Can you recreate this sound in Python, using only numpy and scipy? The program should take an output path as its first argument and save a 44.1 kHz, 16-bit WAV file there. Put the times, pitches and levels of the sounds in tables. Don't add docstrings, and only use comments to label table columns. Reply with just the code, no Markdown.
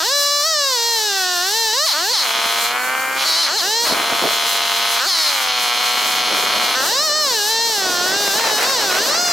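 import sys
import numpy as np
from scipy import signal
from scipy.fft import rfft, irfft, next_fast_len
from scipy.io import wavfile
from scipy.ndimage import uniform_filter1d, minimum_filter1d, map_coordinates

SR = 44100
rng = np.random.default_rng(int(sys.argv[2]) if len(sys.argv) > 2 else 0)


def wrap_up_sound(samples):
    columns = np.atleast_2d(samples).T
    tamed = np.clip(columns, -1, 1)
    steps = np.round(tamed * 32767).astype(np.int16)
    wavfile.write(sys.argv[1], SR, steps)


N = 411188

# t/s, relative level/dB
SCRAPE = [(1.95, -49), (2.4, -39.5), (3.75, -40), (3.95, -31.5), (5.3, -46), (6.55, -29.5), (6.85, -32.5),
          (7.7, -40), (7.85, -28.5)]
# t/s, length/s, relative level/dB
DEEP_BITES = [(3.068, .03, -30.5), (3.896, 0.087, -22), (4.12, 0.05, -27.5), (4.247, 0.07, -23),
              (6.387, 0.16, -30), (7.85, 0.085, -39), (8.001, 0.17, -49), (8.445, 0.12, -19.5),
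              (8.612, .068, -16.5), (8.69, 0.086, -28.5), (8.811, 0.041, -28), (8.936, 0.091, -19),
              (9.128, 0.16, -25.5), (9.303, 0.057, -24.5)]
# f/Hz, relative level/dB
HISS_EQ = [(150, -27), (1100, -5), (2500, -15), (3400, -9), (4400, -2.5), (5600, -6), (6900, 0),
           (8800, -4.5), (11300, -6.5), (13300, -2), (16000, -14)]
RATTLE_EQ = [(2000, -25), (4500, -2), (6500, -2), (7600, -18), (9000, -16), (9800, 1), (10800, -3),
             (12500, -20)]
CHIP_EQ = [(90, -36), (550, -3.5), (1400, -1), (2600, -7.5), (16000, -24)]
LOG_EQ = [(40, -36), (220, -7.5), (650, -1.5), (4000, -33)]
# f/Hz, relative level/dB
GROWL_EQ = [(100, -32), (400, -1.5), (1000, -17.5), (1520, 17), (1900, 3), (2350, 6), (3200, -25.5),
            (16000, -58)]
RING_EQ = [(150, -53), (800, 3), (1900, -2), (2700, -5), (4200, 7.5), (5600, 0), (8200, -11.5),
           (10000, -14), (16000, -27)]
CRACK_EQ = [(300, -64), (1980, -7.5), (2350, -1.5), (3400, 2), (4250, -1), (6700, -7.5), (7700, -31.5)]
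BARK_EQ = [(100, -94), (300, -19.5), (600, -5.5), (1080, -2), (1500, 1), (1900, -11), (2400, -2),
           (3500, -15), (16000, -70)]
PUFF_EQ = [(100, -74), (240, -12.5), (480, -10.5), (720, 4.5), (950, 0.5), (2500, -42)]
YELP_EQ = [(100, -50), (550, 17), (1100, 17), (1550, 25.5), (2050, 22), (2800, -16), (4300, -21),
           (6200, 14.5), (16000, -80)]
WHINE_EQ = [(170, -40), (350, -0.5), (600, 6), (800, 1.5), (1400, 5), (1850, 3), (2450, -9), (2850, -0.5),
            (3350, -3), (4100, 6), (4700, 3.5), (5400, 4), (7200, -3.5), (8100, -4.5), (8900, -21.5),
            (10500, -29), (16000, -20)]
# t/s, f/Hz
OPENING_PULL = [(.02, 316), (.075, 480), (.14, 572), (.42, 583), (.48, 648), (.58, 590), (.7, 532),
                (.81, 463), (.89, 466), (1.04, 424), (1.19, 376), (1.28, 365), (1.38, 351), (1.47, 384),
                (1.59, 458), (1.705, 432), (1.8, 578), (1.858, 660)]
CLOSING_PULL = [(6.748, 240.3), (6.778, 261.1), (6.812, 266.4), (6.96, 531.4), (7.056, 630.8), (7.097, 592),
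                (7.18, 617.5), (7.42, 408.5), (7.53, 451), (7.67, 458.5), (7.82, 381.3), (7.99, 354.1),
                (8.221, 408.2), (8.32, 393), (8.41, 460.4), (8.565, 421.7), (8.706, 545.7), (8.82, 422.2),
                (8.935, 360.8), (9.228, 717.5), (9.324, 684)]
# t/s, f/Hz
SLOW_CRAWLS = [
    [(2.27, 225.8), (2.599, 233.0), (2.87, 255.1), (3.24, 268.2)],
    [(3.952, 230.5), (4.996, 231.3)],
    [(5.17, 328), (5.3, 289), (5.45, 254), (5.7, 242), (6.0, 245), (6.6, 243), (6.72, 233)],
]
# start t/s, end t/s, from f/Hz, to f/Hz, bend (above 0 = fast at first), opening 0-1
THROTTLE_BLIPS = [(1.936, 2.123, 286.6, 528.4, -1.5, 0.97), (3.241, 3.268, 263.9, 330.7, 0.18, 0.67),
                  (3.355, 3.422, 320, 340.3, 5.5, 0), (3.481, 3.575, 264.9, 471.3, -0.42, 0.87),
                  (3.618, 3.854, 324.2, 481, 2.5, 1), (5.0, 5.073, 243.9, 408, -2.5, 0.93)]
# t/s, share 0-1
EXHAUST_AWAY = [(1.9, 0.06), (2.68, 0.2), (2.78, 0.68), (3.12, 0.99), (3.2, 0.08), (3.95, 0.27),
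                (4.35, 0.09)]

COAST_S, THROTTLE_S = .1, .019
WAVER, FLUTTER, LOAD_WAVER = .0022, .003, .003
CATCH_HZ, CATCH_WIDTH_HZ = 288, 83
STUMBLE_HZ, STUMBLE_WIDTH_HZ = 325, 27
STRAY_HZ, STRAY_DB = 352, -2.5
RING_HZ, RING_WIDTH_HZ = 296, 4.2
REFIRE_S = .021
LUG_HZ, LUG_JITTER_S, LUG_POWER = 360, 1.2e-5, 2.5
SCREAM_HZ, SCREAM_WIDTH_HZ, SCREAM_DB = 520, 360, -3
HOUSING_HZ, HOUSING_WIDTH_HZ, HOUSING_DB = 4200, 330, 5.5
TEAR_HZ, TEAR_WIDTH_HZ = 310, 22
WHINE_DB, YELP_DB, RING_DB, BARK_DB, CRACK_DB = -20, -25.5, -19, -24, -19.5
GROWL_DB, SING_DB, CHAIN_DB, RATTLE_DB = -23, -38, -30.5, -34
AWAY_CRACK_DB, AWAY_CHAIN_DB, AWAY_SING_DB, OPEN_CRACK_DB = -30.5, -3, -10, -6.5
INPUT_DB, CEILING, HOLD_S, EASE_S, TOP_HZ = 1.5, .55, .009, .02, 15850


def amp(db):
    return 10 ** (np.asarray(db) / 20)


def unit(x):
    return x / np.sqrt(np.mean(x ** 2) + 1e-20)


def curve(rows):
    return np.interp(np.arange(N) / SR, *np.transpose(rows))


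def wobble(rate):
    knots = rng.standard_normal(int(N * rate / SR) + 4)
    return map_coordinates(knots, [np.arange(N) * rate / SR], order=2)


def swell(centre_s, length_s):
    u = 2 * (np.arange(N) / SR - centre_s) / length_s
    return np.exp(-.5 * np.where(u < 0, (u * u) ** 6, (u * u) ** 2))


def glide(rows, t):
    s, v = np.transpose(sorted(map(tuple, rows)))
    rate = np.pad(np.diff(v) / (np.diff(s) + 1e-9), 1, mode="edge")
    slope = 2 * np.maximum(rate[:-1] * rate[1:], 0) / (rate[:-1] + rate[1:] + 1e-9)
    k = np.clip(np.searchsorted(s, t) - 1, 0, len(s) - 2)
    step = s[k + 1] - s[k] + 1e-9
    u = np.clip((t - s[k]) / step, 0, 1)
    ease = u * u * (1 + 2 * (1 - u))
    bow = step * u * (1 - u) * ((1 - u) * slope[k] - u * slope[k + 1])
    return v[k] + (v[k + 1] - v[k]) * ease + bow


def approach(t, start, end, first, last, bend):
    u = np.clip((t - start) / (end - start), 0, 1)
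    return first + (last - first) * np.expm1(-bend * u) / np.expm1(-bend)


def crossfade(speed, centre_hz, width_hz):
    above = .5 + .5 * np.tanh((speed - centre_hz) / (2 * width_hz))
    return np.sqrt(1 - above), np.sqrt(above)


def coloured(x, eq, size=4096):
    hz, db = np.transpose(eq)
    grid = np.fft.rfftfreq(size, 1 / SR)
    response = amp(np.interp(np.log(grid + 1), np.log(hz), db))
    cepstrum = irfft(np.log(response))
    cepstrum[1:size // 2] *= 2
    cepstrum[size // 2 + 1:] = 0
    ring = irfft(np.exp(rfft(cepstrum)))
    return signal.oaconvolve(x, ring / np.linalg.norm(ring))[:N]


def pulses(times, sizes, count=8):
    at = times[:, None] * SR
    taps = np.floor(at).astype(int) + np.arange(1 - count, count + 1)
    shape = np.sinc(taps - at) * np.cos(np.pi * (taps - at) / (2 * count)) ** 2
    return np.bincount(np.clip(taps, 0, N).ravel(), (shape * sizes[:, None]).ravel(), N + 1)[:N]


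def breeze():
    level = amp(np.linspace(-71, -60, N) + 4 * wobble(8.5))
    shared, left, right = [coloured(rng.standard_normal(N), [(75, 2), (300, -69)]) for _ in range(3)]
    return level * (shared + np.array([left, right]))


def hedge_echo(x, t60):
    t = np.arange(SR // 2) / SR
    tail = rng.standard_normal(len(t)) * amp(-60 * t / t60)
    return signal.oaconvolve(x, tail / np.linalg.norm(tail))[:N]


def off_the_log(x, throttle, share, path_s):
    n = np.arange(N)
    sweep = .16 * throttle * wobble(10) + .012 * wobble(5)
    return x + share * np.interp(n - SR * path_s * (1 + sweep), n, x)


def chain_rattle(turns, throttle, away):
    level = amp(RATTLE_DB - 11 * away + 1.8 * wobble(11)) * (1 - throttle)
    slap = 1 + .37 * np.cos(2 * np.pi * turns)
    return level * slap * coloured(rng.standard_normal(N), RATTLE_EQ)


def chain_hiss(turns, away, width):
    level = amp(CHAIN_DB + AWAY_CHAIN_DB * away + 2.3 * wobble(14))
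    throb = 1 + .13 * np.cos(2 * np.pi * turns)
    mid, side = [level * throb * coloured(rng.standard_normal(N), HISS_EQ) for _ in range(2)]
    return np.array([mid + width * side, mid - width * side])


def chips(eq, spike_db, per_second=3500):
    clicks = (rng.random(N) < per_second / SR) * rng.standard_normal(N)
    return unit(coloured(clicks * amp(spike_db * wobble(160)), eq))


def cutting(speed):
    slow, fast = crossfade(speed, TEAR_HZ, TEAR_WIDTH_HZ)
    scrape = amp(curve(SCRAPE))
    bite = np.sqrt(sum((amp(db) * swell(s, length)) ** 2 for s, length, db in DEEP_BITES))
    tearing = np.hypot(amp(-3) * scrape, fast * bite) * chips(CHIP_EQ, spike_db=1.8)
    hollow = np.hypot(amp(-1.5) * scrape, slow * bite) * chips(LOG_EQ, spike_db=2.5)
    return (tearing + hollow) * amp(wobble(16))


def drive():
    t = np.arange(N) / SR
    moves = [(rows[0][0], rows[-1][0], glide(rows, t), 1) for rows in (OPENING_PULL, CLOSING_PULL)]
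    moves += [(rows[0][0], rows[-1][0], glide(rows, t), 0) for rows in SLOW_CRAWLS]
    moves += [(start, end, approach(t, start, end, *run), opening)
              for start, end, *run, opening in THROTTLE_BLIPS]
    moves.sort(key=lambda move: move[0])
    _, shut, speed, throttle = moves[0]
    for start, end, run, opening in moves[1:]:
        coast = approach(t, shut, start, speed[-1], run[0], (start - shut) / COAST_S)
        speed = np.select([t < shut, t < start], [speed, coast], run)
        throttle = np.select([t < shut, t < start], [throttle, 0.], opening)
        shut = end
    throttle = uniform_filter1d(np.clip(throttle, 0, 1), int(THROTTLE_S * SR))
    drift = WAVER * wobble(40) + FLUTTER * wobble(130) + LOAD_WAVER * throttle * wobble(17)
    return speed * (1 + drift), throttle


def misfires(count, refill, scatter):
    charge = np.cumsum(np.clip(refill + scatter * rng.standard_normal(count), 0, 1))
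    return 1 - np.diff(np.floor(charge), prepend=0)


def exhaust(beats, jitter_s, scatter_db, strength=1, late_s=0):
    times, turn_hz = beats
    size = np.sqrt(SR / turn_hz)
    timing, level = rng.standard_normal((2, len(times)))
    return pulses(times + late_s + jitter_s * timing, size * strength * amp(scatter_db * level))


def harmonics(speed, turns, orders):
    return 2 * np.sqrt(speed / SR) * sum(np.cos(2 * np.pi * order * turns) for order in orders)


def chamber(x, trip_s, bounce):
    size = next_fast_len(N + SR // 10)
    trip = np.exp(-2j * np.pi * np.fft.rfftfreq(size, 1 / SR) * trip_s)
    return irfft(rfft(x, size) * (trip - bounce) / (1 - bounce * trip), size)[:N]


def singing(speed, turns, orders=(15, 17, 18, 20)):
    song = np.zeros(N)
    for order in orders:
        housing_db = HOUSING_DB * np.exp(-((order * speed - HOUSING_HZ) / HOUSING_WIDTH_HZ) ** 2)
        level = amp(SING_DB + housing_db + 2 * wobble(20))
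        song += level * np.cos(2 * np.pi * order * turns + .5 * wobble(90))
    return song


def growl(beats, missed):
    return coloured(exhaust(beats, jitter_s=1.2e-5, scatter_db=.4, strength=1.3 - .6 * missed), GROWL_EQ)


def muffler_ring(beats, speed, turns):
    gliding = .9 * harmonics(speed, turns, (9, 12, 14, 17))
    ring = coloured(exhaust(beats, jitter_s=1.6e-5, scatter_db=1) + gliding, RING_EQ)
    return chamber(ring, trip_s=.00045, bounce=.35)


def crack(beats, missed):
    snaps = exhaust(beats, jitter_s=4e-5, scatter_db=1, strength=1.15 - .44 * missed)
    port = chamber(coloured(snaps, CRACK_EQ), trip_s=.0001598, bounce=.71)
    return chamber(port, trip_s=.0013, bounce=.79)


def bark(beats, missed):
    barks = exhaust(beats, jitter_s=3e-5, scatter_db=2.6,
                    strength=1.2 - .5 * missed, late_s=.00029 * missed)
    puffs = exhaust(beats, jitter_s=1e-5, scatter_db=.52)
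    body = coloured(barks, BARK_EQ) + amp(-11) * coloured(puffs, PUFF_EQ)
    return chamber(body, trip_s=.000755, bounce=.37)


def yelp(beats):
    return coloured(exhaust(beats, jitter_s=9e-6, scatter_db=.26), YELP_EQ)


def whine(beats, speed, turns):
    _, turn_hz = beats
    jitter_s = LUG_JITTER_S * (LUG_HZ / np.maximum(turn_hz, LUG_HZ)) ** LUG_POWER
    firing = exhaust(beats, jitter_s, scatter_db=.5)
    third = 1.26 * np.exp(-((speed - 440) / 85) ** 2) * harmonics(speed, turns, (3,))
    racing = crossfade(speed, SCREAM_HZ, SCREAM_WIDTH_HZ)[1]
    scream = amp(SCREAM_DB) * racing * harmonics(speed, turns, (7, 9))
    tone = coloured(firing - third + scream, WHINE_EQ)
    top = signal.sosfiltfilt(signal.butter(2, 4000, "high", fs=SR, output="sos"), tone)
    return tone + .5 * (speed / 450 - 1) * top


def engine(speed, turns, throttle, away):
    t = np.arange(N) / SR
    times = np.interp(np.arange(1, int(turns[-1])), turns, t)
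    beats = times, np.interp(times, t, speed)
    missed = misfires(len(times), refill=.43, scatter=.15)
    opened, shut = np.sqrt(np.clip([throttle, 1 - throttle], 0, 1))
    lugging, caught = crossfade(speed, CATCH_HZ, CATCH_WIDTH_HZ)
    recent_hz = np.maximum(speed, np.interp(t - REFIRE_S, t, speed))
    stumbling = crossfade(recent_hz, STUMBLE_HZ, STUMBLE_WIDTH_HZ)[0]
    stray = amp(STRAY_DB) * crossfade(recent_hz, STRAY_HZ, STUMBLE_WIDTH_HZ)[0]
    barking = shut * np.maximum(stumbling, stray)
    cracking = np.hypot(shut, amp(OPEN_CRACK_DB) * opened) * stumbling
    coasting = shut * crossfade(recent_hz, RING_HZ, RING_WIDTH_HZ)[1]
    crawling = shut * crossfade(speed, RING_HZ, RING_WIDTH_HZ)[0]
    facing = amp(AWAY_CRACK_DB * away)
    return (amp(WHINE_DB) * opened * caught * whine(beats, speed, turns)
            + amp(BARK_DB - 2.1 * away) * barking * bark(beats, missed)
            + amp(CRACK_DB) * cracking * facing * crack(beats, missed)
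            + amp(YELP_DB) * opened * lugging * yelp(beats)
            + amp(RING_DB) * coasting * np.sqrt(facing) * muffler_ring(beats, speed, turns)
            + amp(AWAY_SING_DB * away) * crawling * singing(speed, turns)
            + amp(GROWL_DB) * barking * np.sqrt(away) * growl(beats, missed))


def scene():
    speed, throttle = drive()
    turns = np.cumsum(speed) / SR
    away = np.clip(curve(EXHAUST_AWAY), 0, 1)
    saw = off_the_log(engine(speed, turns, throttle, away), throttle, share=.27, path_s=.000954)
    saw += chain_rattle(turns, throttle, away)
    wood = cutting(speed)
    side = amp(-12.5) * hedge_echo(saw + 1.5 * wood, t60=.2)
    return saw + wood + np.array([side, -side]) + chain_hiss(turns, away, width=.58) + breeze()


def record(dry):
    loud = amp(INPUT_DB) * dry
    needed = CEILING / np.maximum(np.abs(loud).max(axis=0), CEILING)
    held = minimum_filter1d(needed, int(HOLD_S * SR))
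    gain = uniform_filter1d(held, int(EASE_S * SR))
    size = next_fast_len(N + SR // 2)
    passband = np.fft.rfftfreq(size, 1 / SR) < TOP_HZ
    return irfft(rfft(loud * gain, size) * passband, size)[:, :N]


dry = scene()
out = record(dry)
wrap_up_sound(out)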